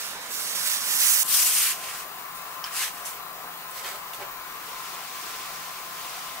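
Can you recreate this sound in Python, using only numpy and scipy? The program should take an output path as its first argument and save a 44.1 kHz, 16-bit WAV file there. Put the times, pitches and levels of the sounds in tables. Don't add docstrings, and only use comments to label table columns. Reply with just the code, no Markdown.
import sys
import numpy as np
from scipy import signal
from scipy.io import wavfile
from scipy.ndimage import uniform_filter1d

SR = 44100
rng = np.random.default_rng(int(sys.argv[2]) if len(sys.argv) > 2 else 0)


def decibels_to_gain(level_db):
    exponent = np.asarray(level_db, float) / 20
    return 10 ** exponent


def transcribe(u):
    v = np.clip(np.atleast_2d(u).T, -1, 1)
    q = np.round(v * 32767).astype(np.int16)
    wavfile.write(sys.argv[1], SR, q)


N = 282240
CUT_S = 1.233

# freq_hz, density_db_per_hz
FAN_FIRST_TONE = [(12, -47), (20, -3), (64, -10.5), (85, -21.5), (226, -7), (363, -11.5), (466, -6),
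                  (728, -2), (814, -1), (962, 0.5), (1140, 1), (1270, -1), (15600, -20)]
FAN_TONE = [(12, -42), (20, -3), (55, -32), (166, -18.5), (267, -19.5), (417, -14), (633, -13.5),
            (688, -7.5), (935, -11.5), (1020, -2.5), (1110, -7.5), (2620, -18), (3280, -22.5), (9990, -24),
            (15600, -19.5)]
# freq_hz, likeness_0_1, left_minus_right_db
FAN_FIRST_PORTS = [(60, .998, 0), (150, 1, -1), (350, 1, -1), (700, 0.86, -3), (1400, 0.79, -4.5),
                   (2100, .2, 0), (3800, 0.33, -2), (8000, .2, -4), (14000, .2, 4)]
FAN_PORTS = [(60, .998, 0), (150, 1, 0), (350, 0.91, 2.5), (700, 0.89, 2.5), (1190, 0.18, 5),
             (1990, 0.54, 2.5), (3800, 0.54, 2), (6500, 0.12, -2), (10000, .1, 2), (12500, 0.12, 4),
             (14500, .25, 10.5)]
# freq_hz, width_hz, over_hiss_db
BEARING = [(12860, 40, 5), (13730, 120, 6), (14040, 70, 4), (14265, 60, 10), (14460, 60, 6), (14770, 90, 6),
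           (15150, 100, 5), (15345, 70, 8), (15675, 50, 8)]
WHINE_HZ = [28, 118, 142, 171, 703, 761, 820, 881, 1036, 1156, 1270, 1352]
# rms_db, drift_share, left_minus_right_db
WHINE = [(-70, .4, 0), (-74.5, 0.73, 1), (-74, 0.38, -1), (-65, 0.38, 1), (-61.5, 1, 3), (-66, 1, 10),
         (-62.5, 0.54, 5), (-63, 0.73, 4), (-50, 0.14, 8), (-54.5, .45, 14.5), (-56.5, 0.83, 0),
         (-58, 0.27, 12)]

# mode1_hz, mode2_hz, mode3_hz, t60_s
SEAM = (6100, 7300, 9600, .05)
BUTTON = (2480, 4930, 7500, .03)
NAIL = (5400, 3090, 4850, .026)
PAD = (162, 300, 447, .13)
FOLD = (1635, 2400, 3100, .07)
WIRE = (3130, 4350, 2500, .08)
SHELL = (570, 405, 880, .12)
HEEL = (2800, 3500, 13100, .025)
SOLE = (818, 585, 393, .16)
# start_s, peak_db, thing, pitch_factor
TAPS = [(.551, -26, SEAM, 1.1), (.551, -37, PAD, 1.15), (1.245, -38, PAD, 1.02), (2.093, -34, BUTTON, 1.01),
        (2.6412, -13.5, NAIL, 1), (2.675, -27, FOLD, 1.01), (3.054, -25, SEAM, 1.01),
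        (3.71, -30, SEAM, 1.43), (3.845, -28, WIRE, 1.01), (3.848, -33.5, SHELL, .99),
        (3.862, -31, WIRE, .82), (3.915, -35, SHELL, .99), (3.943, -32.5, SHELL, 1.03),
        (4.134, -21.5, HEEL, 1.01), (4.184, -39, PAD, .8), (4.2, -31, SOLE, 1), (4.212, -29, SOLE, 1),
        (4.226, -34, FOLD, .94), (4.548, -36, BUTTON, 1.1)]

# peak_s, level_db, rise_20db_s, fall_20db_s, weight_db
DRAGS = [(0.0, -34.5, .1, .27, 3), (.25, -41, .08, .1, 2), (.325, -35.5, .04, .2, -3),
         (.43, -33.5, .2, .3, 0), (.52, -34.5, .15, .1, 4), (.558, -29.5, .02, .13, 3),
         (.685, -26.5, .15, .2, 0), (.8, -31.5, .2, .2, 3), (.88, -27.5, .07, .3, 0),
         (1.025, -21, .16, .25, -1), (1.11, -24, .1, .2, -2), (1.2, -24, .2, .2, -4)]
SWEEPS = [(1.35, -21.5, .115, .2, -4), (1.49, -23, .25, .25, -4), (1.605, -22.5, .15, .14, -1),
          (1.69, -26, .12, .085, 2), (1.9, -37, .3, .13, 4), (1.99, -39, .12, .11, 3),
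          (2.19, -50, .1, .1, 0), (2.353, -46, .01, .1, -7), (2.52, -48, .2, .1, 3),
          (2.647, -39, .008, .09, 8), (2.785, -28.5, .085, .1, 2), (2.84, -29.5, .1, .085, 4),
          (2.99, -45, .15, .15, 2), (3.064, -36.5, .025, .1, -3), (3.12, -47, .08, .15, 0)]
LIFT = [(3.79, -39.5, .12, .06, -2), (3.85, -37.5, .055, .12, 2), (3.91, -40, .1, .13, 0),
        (4.09, -48, .06, .04, 0), (4.137, -37.5, .007, .06, -5), (4.22, -46, .08, .08, 4)]
# time_s, level_db
GLIDE = [(4.3, -59), (4.58, -51), (4.67, -45), (4.86, -42), (5.06, -44), (5.28, -40.5), (5.88, -44.5),
         (6.08, -40.5), (6.4, -44)]
# freq_hz, density_db_per_hz
DRAG_TONE = [(290, -53), (500, -23), (594, -20), (639, -28), (748, -12), (877, -19), (1200, -8),
             (1330, -11.5), (1700, -6.5), (3590, -13), (5700, -2), (15600, -4.5)]
SWEEP_TONE = [(760, -33), (1300, -3), (1500, -4), (2160, -2.5), (2840, -0.5), (3720, -6), (5020, -3),
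              (6450, -2.5), (8100, -1), (10700, -2.5), (14500, -5), (15600, -10)]
LIFT_TONE = [(250, -17), (500, -1), (1500, 3), (3000, 1.5), (5000, 0), (8000, -5.5), (12000, -2.5),
             (16000, -9)]
GLIDE_TONE = [(500, -33), (1200, -6), (2200, 1), (3800, -2.5), (6000, -3), (9000, -7), (12000, -8.5),
              (16000, -34.5)]
# freq_hz, likeness_0_1, left_minus_right_db
RIGHT_PORTS = [(100, .99, 2), (700, 1, -1), (1400, .3, -9), (2100, 0.5, -12), (3870, 0.85, 2),
               (6200, 0.34, -3), (8000, .2, -9), (12000, 0.1, -4), (16000, 0.1, -2)]
FRONT_PORTS = [(100, .99, 0), (700, 0.94, 2), (1400, 1, -0.13), (2700, 0.6, -1), (3800, 0.049, 2.6),
               (8000, 0.21, -3.3), (14000, 0.31, 1.8)]
# first_s, last_s
SILK_LEAD_S = (.000115, .00016)
# time_s, left_minus_right_db
HAND_PAN = [(1.26, 4), (1.55, .6), (1.75, -1), (2.5, 1.1), (2.8, 1.5), (3.06, -1)]
# time_s, peak_spacing_hz, depth_0_1
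BOARD = [
    [(1.25, 4000, .3), (1.33, 4730, .36), (1.42, 5560, .2), (1.5, 3000, .3), (1.6, 2700, 0)],
    [(2.74, 2600, 0), (2.86, 1790, .6), (3.0, 3000, 0), (3.07, 3300, .2)],
]
# freq_hz, width_hz, over_scrape_db
REST = [(405, 47, 9), (566, 44, 6.5), (815, 64, -4), (2080, 170, 4), (3130, 200, -5), (4350, 90, -2),
        (6360, 200, 2.5), (7800, 230, 7.5), (12200, 200, 4)]


def read(points, hz):
    f, *columns = np.transpose(points)
    return [np.interp(np.log(hz + 1), np.log(f + 1), c)[:, None] for c in columns]


def evened(x):
    return x / np.sqrt(np.mean(x ** 2) + 1e-20)


def sides(pan_db):
    return decibels_to_gain(np.array([pan_db / 2, -pan_db / 2]))


def peaks_db(modes, hz):
    return 10 * np.log10(1 + sum(decibels_to_gain(db) ** 2 / (1 + (2 * (hz - f) / width) ** 2) for f, width, db in modes))


def heard(pair, tone, ports, right_lead_s, size, shape_db=lambda hz, t: 0, patchy_db=1.0):
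    overlap = size * 3 // 4
    hz, t, (a, b) = signal.stft(pair, SR, nperseg=size, noverlap=overlap)
    like, pan_db = read(ports, hz)
    like = np.clip(like, 0, .999)
    lead_s = np.linspace(*np.broadcast_to(right_lead_s, 2), len(t))
    turn = np.exp(2j * np.pi * hz[:, None] * lead_s)
    left, right = sides(pan_db)
    mid = np.sqrt(left ** 2 + right ** 2 + 2 * left * right * like * turn.real) / 2
    patches = uniform_filter1d(rng.standard_normal(a.shape), 6, 0)
    patches = evened(uniform_filter1d(patches, 20, 1))
    gain = decibels_to_gain(read(tone, hz)[0] + shape_db(hz[:, None], t) + patchy_db * patches) / mid
    at_right = like * turn * a + np.sqrt(1 - like ** 2) * b
    z = gain * np.array([left * a, right * at_right])
    return signal.istft(z, SR, nperseg=size, noverlap=overlap)[1][:, :pair.shape[1]]


def wavering_line(hz, drift):
    t = np.arange(N) / SR
    rate_hz, bandwidth_hz, count = 441, 6, N // 100 + 2
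    pole = np.exp(-np.pi * bandwidth_hz / rate_hz)
    slow = signal.lfilter([1], [1, -pole], rng.standard_normal((2, count)))
    re, im = [np.interp(t * rate_hz, np.arange(count), evened(s)) for s in slow]
    wobble = 1.02 + drift * (re + 1j * im)
    return evened((wobble * np.exp(2j * np.pi * (hz * t + rng.random()))).real)


def fan():
    first = np.arange(N) < CUT_S * SR
    before = heard(rng.standard_normal((2, N)), FAN_FIRST_TONE, FAN_FIRST_PORTS, 0.00014, size=1024,
                   patchy_db=1.8)
    after = heard(rng.standard_normal((2, N)), FAN_TONE, FAN_PORTS, -0.00013, size=1024, patchy_db=1.4,
                  shape_db=lambda hz, t: peaks_db(BEARING, hz))
    before *= decibels_to_gain(-40.5) / np.std(before.mean(0))
    after *= decibels_to_gain(-40) / np.std(after.mean(0))
    out = np.where(first, before, after)
    for hz, (db, drift, pan_db) in zip(WHINE_HZ, WHINE):
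        first_gain = decibels_to_gain(-5.5) * sides(-.6 * pan_db)[:, None]
        line = wavering_line(hz, drift) * decibels_to_gain(db)
        out += line * np.where(first, first_gain, sides(pan_db)[:, None])
    return out


def room(dry_taps):
    t60_s, level_db, count = .2, -7, SR // 3
    tail = rng.standard_normal((2, count)) * decibels_to_gain(-60 * np.arange(count) / SR / t60_s)
    tail[:, :150] = 0
    tail /= np.linalg.norm(tail[0])
    return dry_taps + decibels_to_gain(level_db) * signal.oaconvolve(dry_taps, tail, axes=1)[:, :N]


def taps():
    out, t = np.zeros((2, N)), np.arange(8000) / SR
    detune = rng.uniform(-0.8, 1, (len(TAPS), 3))
    for (start_s, db, (*hz, t60_s), pitch), twin in zip(TAPS, detune):
        hz = pitch * np.array(hz)
        modes = np.zeros(len(t))
        for f, k, share in zip(hz, twin, (1, .7, .6)):
            pair = np.sin(2 * np.pi * f * t) + 0.27 * np.sin(2 * np.pi * f * (1 + 0.083 * k) * t)
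            modes += share * pair * (1 - np.exp(-t * f))
        crack = 0.42 * np.diff(rng.standard_normal(len(t) + 1)) * decibels_to_gain(-60 * t / 0.0037)
        knock = (modes * decibels_to_gain(-60 * t / t60_s) + crack * np.sqrt(hz[0] / 4000)) / 3
        part = out[:, round(start_s * SR):][:, :len(t)]
        part += decibels_to_gain(db) * sides(-0.85)[:, None] * knock
    return room(out)


def strokes(rows, t):
    peak_s, db, rise_s, fall_s, weight_db = np.transpose(rows)[:, :, None]
    away = np.where(t < peak_s, (peak_s - t) / rise_s, (t - peak_s) / fall_s)
    roundness = 1.7
    power = decibels_to_gain(db - 20 * away ** roundness) ** 2 + 1e-12
    return 10 * np.log10(power.sum(0)), (power * weight_db).sum(0) / power.sum(0)


def slips(count, per_s, hiss):
    spread_db = 2.2
    size = decibels_to_gain(spread_db * np.minimum(rng.exponential(1, (2, count)), 3))
    size = size * rng.choice([-1., 1.], (2, count))
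    train = evened(size * (rng.random((2, count)) < per_s / SR))
    return evened(train + hiss * rng.standard_normal((2, count)))


def board_comb(hz, t):
    when_s, spacing_hz, depth = np.concatenate(BOARD).T
    depth = np.clip(np.interp(t, when_s, depth), 0, .9)
    return 1 + depth * np.cos(2 * np.pi * hz / np.interp(t, when_s, spacing_hz))


def rub(t, effort, pan_db, tone, ports, right_lead_s, per_s, hiss, flutter_db,
        combed=False, body=(), size=256):
    strength_db, weight_db = effort
    folds = uniform_filter1d(rng.standard_normal(len(t)), 200)
    folds = evened(signal.lfilter([1], [1, -.998], folds))
    drive = slips(len(t), per_s, hiss) * decibels_to_gain(flutter_db * folds)

    def shape_db(hz, frame_s):
        now_s = frame_s + t[0]
        tilt_db = -np.interp(now_s, t, weight_db) * np.log2((hz + 200) / 7000) / 1.66
        comb_db = 10 * np.log10(board_comb(hz, now_s)) if combed else 0
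        return tilt_db + comb_db + peaks_db(body, hz)

    sound = heard(drive, tone, ports, right_lead_s, size=size, shape_db=shape_db)
    sound = sound / np.std(sound.mean(0))
    out = np.zeros((2, N))
    out[:, round(t[0] * SR):][:, :len(t)] = sound * decibels_to_gain(strength_db) * sides(pan_db + 0 * t)
    return out


def iron_glide(t):
    effort = np.interp(t, *np.transpose(GLIDE)), 0 * t
    return rub(t, effort, .2, GLIDE_TONE, FRONT_PORTS, -1.5e-5, per_s=7000, hiss=3.6, flutter_db=0.2)


def iron_lift(t):
    return rub(t, strokes(LIFT, t), -2.5, LIFT_TONE, FRONT_PORTS, 1.5e-5, per_s=2500, hiss=1.0,
               flutter_db=1.6, body=REST, size=1024)


def smoothing_hand(t):
    pan_db = np.interp(t, *np.transpose(HAND_PAN))
    return rub(t, strokes(SWEEPS, t), pan_db, SWEEP_TONE, FRONT_PORTS, -0.000013, per_s=9000, hiss=1.04,
               flutter_db=0.74, combed=True)


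def silk_drag(t):
    return rub(t, strokes(DRAGS, t), -1.2, DRAG_TONE, RIGHT_PORTS, SILK_LEAD_S, per_s=9000, hiss=1.33,
               flutter_db=0.76)


def scene():
    time = np.arange(N) / SR
    pile, hand, rest, press = np.split(time, np.searchsorted(time, [CUT_S, 3.4, 4.3]))
    mix = fan() + taps()
    mix += silk_drag(pile) + smoothing_hand(hand)
    return mix + iron_lift(rest) + iron_glide(press)


def low_pass(x):
    return signal.sosfilt(signal.butter(12, 17050, fs=SR, output="sos"), x)


def record(dry):
    mono_hz, edge_hz = 120, 15750
    mid, side = dry.mean(0), (dry[0] - dry[1]) / 2
    side = signal.lfilter(*signal.butter(1, mono_hz, "high", fs=SR), side)
    edge = signal.firwin(2047, edge_hz, window=("kaiser", 7), fs=SR)
    mix = signal.oaconvolve(np.array([mid + side, mid - side]), edge[None], "same", axes=1)
    return low_pass(mix)


dry = scene()
out = record(dry)
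transcribe(out)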